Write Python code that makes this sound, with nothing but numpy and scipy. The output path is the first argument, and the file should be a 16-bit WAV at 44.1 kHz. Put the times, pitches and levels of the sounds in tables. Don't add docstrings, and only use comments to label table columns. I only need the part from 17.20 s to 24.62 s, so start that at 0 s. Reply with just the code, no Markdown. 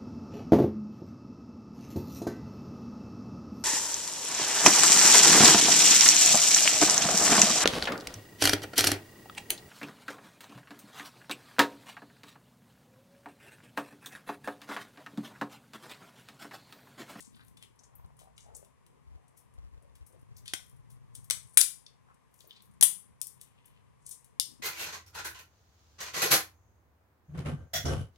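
import sys
import numpy as np
from scipy import signal
from scipy.fft import rfft, irfft
from scipy.io import wavfile
from scipy.ndimage import uniform_filter1d, minimum_filter1d

SR = 44100
rng = np.random.default_rng(int(sys.argv[2]) if len(sys.argv) > 2 else 0)


def int16_out(signal):
    q = np.round(np.clip(np.atleast_2d(signal).T, -1, 1) * 32767)
    wavfile.write(sys.argv[1], SR, q.astype(np.int16))


N = 327222
TIME = np.arange(N) / SR

# pitch_hz, level_db
AIR_TONE = [(59, -28), (100, -23), (260, -10.5), (302, -19.5), (461, -14), (621, -22.5), (910, -20),
            (1200, -20), (1310, -27), (1950, -24), (4380, -36.5), (8830, -35.5), (10000, -36), (11400, -36),
            (16000, -70.5)]
# pitch_hz, width_hz, level_db
HUM_BANDS = [(122, 33, -74), (1025, 230, -76.5)]
# pitch_hz, side_minus_mid_db, left_minus_right_db
STEREO_SPREAD = [(60, 2, 0), (200, 11, 5.5), (700, 2.5, 4.5), (1300, -3.5, 6), (3956, 0.5, 1.5),
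                 (10000, 0.5, 3.5)]
# pitch_hz, level_db
ARM_TONE = [(25, -13), (45, -15), (62, -1.5), (85, -7.5), (125, 2), (180, -8), (300, -24), (700, -28),
            (2000, -56.5)]
# time_s, level_db
ARM_LEVELS = [(0.0, -68.5), (0.58, -72.5), (0.87, -67), (1.59, -73.5), (2.27, -73), (2.64, -71.5),
              (2.79, -70.5), (3.86, -67.5), (5.04, -74.5), (5.95, -71), (7.07, -72.5), (7.42, -69.5)]
# middle_s, length_s, pitch_hz, level_db
TABLE_BUMPS = [(.15, 0.37, 220, -61), (.82, 0.14, 73, -51), (1.32, 0.15, 61.4, -55),
               (1.92, 0.098, 67.5, -47), (2.52, .22, 61, -46), (2.81, 0.072, 68, -48), (3.18, .3, 110, -51),
               (3.9, 0.63, 118.5, -52), (5.65, 0.34, 192, -59.5)]
# middle_s, length_s, pitch_hz, level_db
SHELL_RUBS = [(0.028, 0.079, 7000, -62.5), (0.16, 0.38, 13100, -76), (0.191, 0.088, 3700, -68.5),
              (0.206, 0.069, 1590, -68.5), (0.4, 0.34, 290, -75), (0.426, 0.029, 3250, -62),
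              (0.778, 0.22, 880, -69), (1.051, 0.065, 680, -62), (1.218, 0.048, 6600, -64.5),
              (1.29, 0.062, 740, -61.5), (1.373, 0.1, 520, -62), (1.718, 0.094, 425, -69),
              (2.05, 0.24, 725, -74.5), (2.618, 0.1, 543, -68), (2.952, 0.054, 480, -63),
              (3.175, 0.026, 6000, -61.5), (3.297, 0.032, 4000, -53.5), (3.463, 0.068, 11700, -68),
              (4.29, 0.21, 9350, -69.5), (4.903, 0.039, 1150, -65), (5.214, 0.09, 13870, -68.5),
              (5.225, 0.06, 6390, -69.5), (5.25, 0.069, 446, -68.5), (5.35, 0.073, 3800, -62.5),
              (5.446, 0.031, 13500, -69), (6.419, 0.3, 2920, -76), (6.92, 0.088, 7500, -63.5),
              (7.346, 0.16, 251, -62.5)]
# pitch_hz, level_db
CRACKLE_TONE = [(1000, -34.5), (3000, -16), (6000, 5.5), (9000, 4.5), (12000, 0), (16000, -4)]
# pitch_hz, width_hz, boost_db
SHELL_RESONANCES = [(415, 100, -4), (1900, 670, 0), (3380, 1100, 8.5), (5950, 450, 4)]
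# start_s, level_db, fracture_ms, pitch_hz, fall_db_per_octave
WET_TICKS = [(0.0044, -46, 2.7, 7800, 7.5), (0.023, -55, 3.3, 8650, 7.5), (0.282, -59.5, 1.6, 12100, 5.5),
             (0.3709, -54, 2.5, 3500, 3.5), (0.4255, -49.5, 1, 3080, 2.5), (0.5912, -49.5, 2.9, 6040, 26),
             (0.6345, -49.5, 8.6, 6600, 23), (0.754, -40.5, 2.6, 14100, 37.5), (0.991, -54.5, 15, 8450, 2),
             (1.1787, -49, 2.4, 3320, 5.5), (1.3491, -38.5, 3.7, 7300, 30), (1.366, -43, 1.7, 11300, 17),
             (1.447, -61, 2, 10900, 3.5), (1.6641, -63.5, 1.4, 13500, 1), (2.173, -51.5, 9.4, 11900, 10),
             (2.7536, -59.5, 4.1, 13500, 2), (2.865, -51, 5.2, 11600, 13), (3.1708, -46.5, 5.5, 14000, 22),
             (3.257, -50, 3.4, 3220, 3), (3.2794, -37, 1.6, 4500, 9), (3.702, -55.5, 9, 12700, 6),
             (3.9509, -43, 4, 8850, 8), (4.043, -51, 2.3, 11900, 10.5), (4.6641, -42, 1.4, 4570, 19.5),
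             (5.141, -58, 1.6, 13100, 7.5), (5.2058, -50.5, 1.5, 4250, 14), (5.2739, -41, 2, 14700, 48),
             (5.3081, -42.5, 0.63, 3340, 21), (5.4221, -51.5, 1.64, 14330, 13.5),
             (6.0692, -36, 1.3, 11300, 17), (6.2132, -45, 1.1, 12360, 5), (6.4564, -50.5, 3.1, 12000, 19),
             (6.864, -39.5, 2.4, 8400, 17.5), (6.8914, -40, 2.1, 12500, 12), (6.9106, -37.5, 5.6, 8630, 14),
             (7.0446, -55.5, 1.8, 11000, 7)]
# start_s, pitch_hz, fade_s (to fall 60 dB), level_db
RINGING_PIECES = [(3.3358, 322, 0.036, -40.5), (3.336, 3174, 0.014, -21.5), (4.1072, 2880, 0.0052, -29),
                  (4.3719, 370, 0.026, -40), (4.3733, 2160, 0.0052, -12), (4.3752, 2340, 0.073, -28),
                  (4.379, 4300, 0.022, -28.5), (5.6263, 734, 0.025, -35.5), (5.6265, 3260, 0.011, -10.5),
                  (5.6272, 231.4, 0.052, -45), (3.3366, 2030, .014, -27), (7.1982, 3600, 0.017, -26.5)]
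# start_s, level_db, fracture_ms, ring_hz, ring_db, body_db, shell_wall_db
# (body and shell wall are set against the sizzle at 9 kHz)
BIG_CRACKS = [(3.3356, -19.5, 1.5, 9300, 2, 0.5, 5), (4.1, -13.5, 0.63, 2127, 16.5, -16, -0.5),
              (4.1082, -12.5, 0.73, 7990, 7.5, -5, 2.5), (4.3727, 2.5, 0.4, 10300, 7.5, -10.5, -3.5),
              (4.375, -2.5, 0.41, 9700, 10, -22.5, -10), (4.378, -5, 2.4, 9400, 9.5, -16.5, -11.5),
              (4.3835, -16.5, 1, 2386, 12, -9, -3.5), (4.4076, -11, .8, 7000, 9, -13.5, -0.5),
              (4.4127, -2, 0.71, 4964, 5, -20, -4), (5.6108, -8.5, 0.99, 5950, 3.5, -11, -5),
              (5.625, -11, 1.6, 3300, 11, -26.5, -4.5), (5.626, 3.5, 2.4, 3320, 6, -16, -10),
              (5.6324, 0, 2, 9880, 8.5, -28, -11), (6.0152, -14.5, 0.77, 5160, 9.5, -29.5, -12.5),
              (7.1982, -9, 0.32, 5090, 10, -28, -1)]
# pitch_hz, gain_db
LEFT_MIC = [(40, -26), (120, -2), (350, -0.5), (2000, 5), (4200, 1.5), (7000, 3.5), (8400, 9), (9800, 11.5),
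            (11000, 5), (13000, 3), (16000, -8.5)]
RIGHT_MIC = [(40, -30.5), (120, -7), (400, -16.5), (1200, -3), (2400, -2.5), (5000, -1.5), (7500, -6.5),
             (9000, -5), (10500, -13.5), (13000, -10), (16000, -10.5)]

BODY_HZ, PLATE_HZ, EDGE_HZ, SIZZLE_HZ, SPLINTER_HZ = 700, 2780, 5420, 9000, 13500


def undb(db):
    return 10 ** (np.asarray(db) / 20)


def unit(x):
    return x / np.sqrt(np.mean(x ** 2))


def contour(points, size):
    hz, db = np.transpose(points)
    return np.interp(np.log(np.arange(size // 2 + 1) * SR / size + 1), np.log(hz), db)


def resonance(hz, width_hz, size):
    return 1 / (1 + (2 * (np.arange(size // 2 + 1) * SR / size - hz) / width_hz) ** 2)


def colour(x, db):
    size = len(x)
    cepstrum = irfft(np.log(undb(db)), size)
    cepstrum[1:size // 2] *= 2
    cepstrum[size // 2 + 1:] = 0
    return irfft(rfft(x) * np.exp(rfft(cepstrum)), size)


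def add(track, start_s, sound):
    start = max(int(start_s * SR), 0)
    part = sound[..., :max(N - start, 0)]
    track[..., start:start + part.shape[-1]] += part


def background(gain):
    spread = np.array(STEREO_SPREAD)
    side_gain = undb(contour(spread[:, :2], N))
    pan = undb(contour(spread[:, ::2], N) / 2)
    mid, side = rfft(rng.standard_normal((2, N))) * gain / np.hypot(1, side_gain)
    return unit(irfft([(mid + side * side_gain) * pan, (mid - side * side_gain) / pan], N))


def room_hum(air_db=-70):
    hum = sum(undb(db) * background(resonance(hz, width, N)) for hz, width, db in HUM_BANDS)
    return hum + undb(air_db) * background(undb(contour(AIR_TONE, N)))


def arm_rumble(gain_db=7, sway_db=1.5, sway_points=90):
    sway = np.interp(TIME, np.linspace(0, TIME[-1], sway_points), rng.standard_normal(sway_points))
    level_db = np.interp(TIME, *np.transpose(ARM_LEVELS)) + sway_db * sway
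    return background(undb(contour(ARM_TONE, N))) * undb(level_db + gain_db)


def echo_pattern(lag, mic, early_db=-7, late_db=-7, early_s=.16, walls_s=.3, treble_s=.26, size=16384):
    t = np.arange(size) / SR
    near, far, chance = rng.standard_normal((3, size))
    early = near * np.abs(chance) * undb(-60 * t / early_s) * (t > .0012)
    dull = signal.sosfilt(signal.butter(4, 11000, fs=SR, output="sos"), far)
    bright = signal.sosfilt(signal.butter(4, 11000, "high", fs=SR, output="sos"), rng.standard_normal(size))
    late = dull * undb(-60 * t / walls_s) + bright * undb(-60 * t / treble_s)
    late *= 1 - np.exp(-t / 0.0027)
    response = (undb(early_db) * unit(early) + undb(late_db) * unit(late)) / np.sqrt(size)
    response = colour(response, contour([(500, -2), (3000, 0.014)], size))
    response[lag] += 1
    return colour(response, contour(mic, size))


def kitchen(x, lag, mic, block=14000):
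    out = np.zeros(N)
    for start in range(0, N, block):
        add(out, start / SR, signal.fftconvolve(x[start:start + block], echo_pattern(lag, mic)))
    return out


def friction(slides, width_share, grain_db, grain_ms, size=32768):
    out = np.zeros(N)
    t = (np.arange(size) - size // 2) / SR
    for middle_s, length_s, hz, db in slides:
        hiss = irfft(rfft(rng.standard_normal(size)) * resonance(hz, width_share * hz, size))
        roughness = uniform_filter1d(rng.standard_normal(size), int(grain_ms * SR / 1000) + 1)
        grip = undb(grain_db * unit(roughness))
        swell = np.exp(-2 * (t / length_s) ** 2)
        slide = unit(hiss * grip * swell) * np.sqrt(np.mean(swell ** 2)) * undb(db)
        add(out, middle_s + t[0], slide[t >= -middle_s])
    return out


def crackle(clicks_per_s=2000, gain_db=-14, rise_s=0.0022, fall_s=0.014, points=5000):
    t = np.linspace(0, TIME[-1], points)
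    power = 0
    for start_s, db, _, hz, fall_db in WET_TICKS:
        sizzle_db = db - fall_db * abs(np.log2(SIZZLE_HZ / hz))
        swell = np.exp(np.minimum((t - start_s) / rise_s, (start_s - t) / fall_s).clip(-40, 0))
        power = power + undb(2 * sizzle_db) * swell
    clicks = (rng.random(N) < clicks_per_s / SR) * rng.standard_normal(N)
    clicks *= undb(np.minimum(rng.exponential(size=N), 4))
    spray = unit(colour(clicks, contour(CRACKLE_TONE, N)))
    return spray * np.interp(TIME, t, np.sqrt(power)) * undb(gain_db)


def fracture(ms, grain_db=8, size=4096):
    age = np.arange(size) / SR / (ms / 1000)
    breaks, strength = rng.standard_normal((2, size))
    spectrum = rfft(breaks * undb(grain_db * uniform_filter1d(strength, 4)) * np.exp(-age / 2))
    spectrum /= np.sqrt(uniform_filter1d(np.abs(spectrum) ** 2, size=100))
    return irfft(spectrum) * (np.arange(size) < size // 2)


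def snap(ms, ring_hz, ring_db, tone, width_share=0.17):
    burst = fracture(ms)
    size = len(burst)
    piece_db = ring_db * resonance(ring_hz, width_share * ring_hz, size)
    shell_db = sum(db * resonance(hz, width, size) for hz, width, db in SHELL_RESONANCES)
    return colour(burst, contour(tone, size) + piece_db + shell_db)


def tick(ms, pitch_hz, fall_db):
    tone = [(hz, -fall_db * abs(np.log2(hz / pitch_hz))) for hz in sorted([700, pitch_hz, 16000])]
    return snap(ms, pitch_hz, ring_db=2, tone=tone)


def ticks(gain_db=24, strays_per_s=5.1, stray_db=-68, spread_db=5, stray_hz=9500):
    out = np.zeros(N)
    for start_s, db, ms, hz, fall_db in WET_TICKS:
        add(out, start_s, undb(gain_db + db) * tick(ms, hz, fall_db))
    for when, strength, pitch in rng.uniform(-0.81, 1, (int(strays_per_s * TIME[-1]), 3)):
        stray = tick(ms=3, pitch_hz=stray_hz * 2 ** (pitch / 4), fall_db=10.5)
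        add(out, abs(when) * TIME[-1], undb(gain_db + stray_db + spread_db * strength) * stray)
    return out


def rings(bend=0.023, size=8192):
    out = np.zeros(N)
    t = np.arange(size) / SR
    for start_s, hz, fade_s, db in RINGING_PIECES:
        pitch_hz = hz * (1 + bend * np.exp(-6 * t / fade_s))
        phase = 2 * np.pi * np.cumsum(pitch_hz) / SR
        add(out, start_s, np.cos(phase) * undb(db - 60 * t / fade_s))
    return out


def cracks(gain_db=11, right_db=-2.5):
    out = np.zeros(N)
    for start_s, db, ms, ring_hz, ring_db, body_db, wall_db in BIG_CRACKS:
        tone = [(150, body_db - 6), (BODY_HZ, body_db), (2 * BODY_HZ, body_db + 1.5),
                (PLATE_HZ, wall_db - 7.5), (EDGE_HZ, wall_db + 1.5), (SIZZLE_HZ, 0), (SPLINTER_HZ, -1.5)]
        add(out, start_s, undb(gain_db + db) * snap(ms, ring_hz, ring_db, tone))
    return out * undb([[0], [right_db]])


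def widen(pair, side_db=3, below_hz=450):
    side = signal.sosfilt(signal.butter(1, below_hz, fs=SR, output="sos"), pair[0] - pair[1]) / 2
    return pair + undb(side_db) * side * np.array([[1], [-1]])


def scene(table_db=1, ring_room_db=-6, ring_right_db=-4):
    bumps = friction(TABLE_BUMPS, width_share=0.31, grain_db=4.5, grain_ms=10)
    table = bumps * undb(table_db) * np.array([[1], [-.6]])
    rubs = friction(SHELL_RUBS, width_share=.55, grain_db=6.5, grain_ms=6)
    pieces = rings()
    left, right = rubs + crackle() + ticks() + undb(ring_room_db) * pieces + cracks()
    shell = np.array([kitchen(left, lag=8, mic=LEFT_MIC), kitchen(right, lag=0, mic=RIGHT_MIC)])
    shell += pieces * undb([[0], [ring_right_db]])
    return room_hum() + arm_rumble() + table + widen(shell)


def record(dry, bass_hz=35, top_hz=15900):
    needed_gain = 1 / np.maximum(np.abs(dry), 1)
    gain = uniform_filter1d(minimum_filter1d(needed_gain, size=15), size=15)
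    limited = signal.sosfilt(signal.butter(2, bass_hz, "high", fs=SR, output="sos"), dry * gain)
    return signal.sosfilt(signal.ellip(10, .1, 70, top_hz, fs=SR, output="sos"), limited)


dry = scene()
out = record(dry)
int16_out(out)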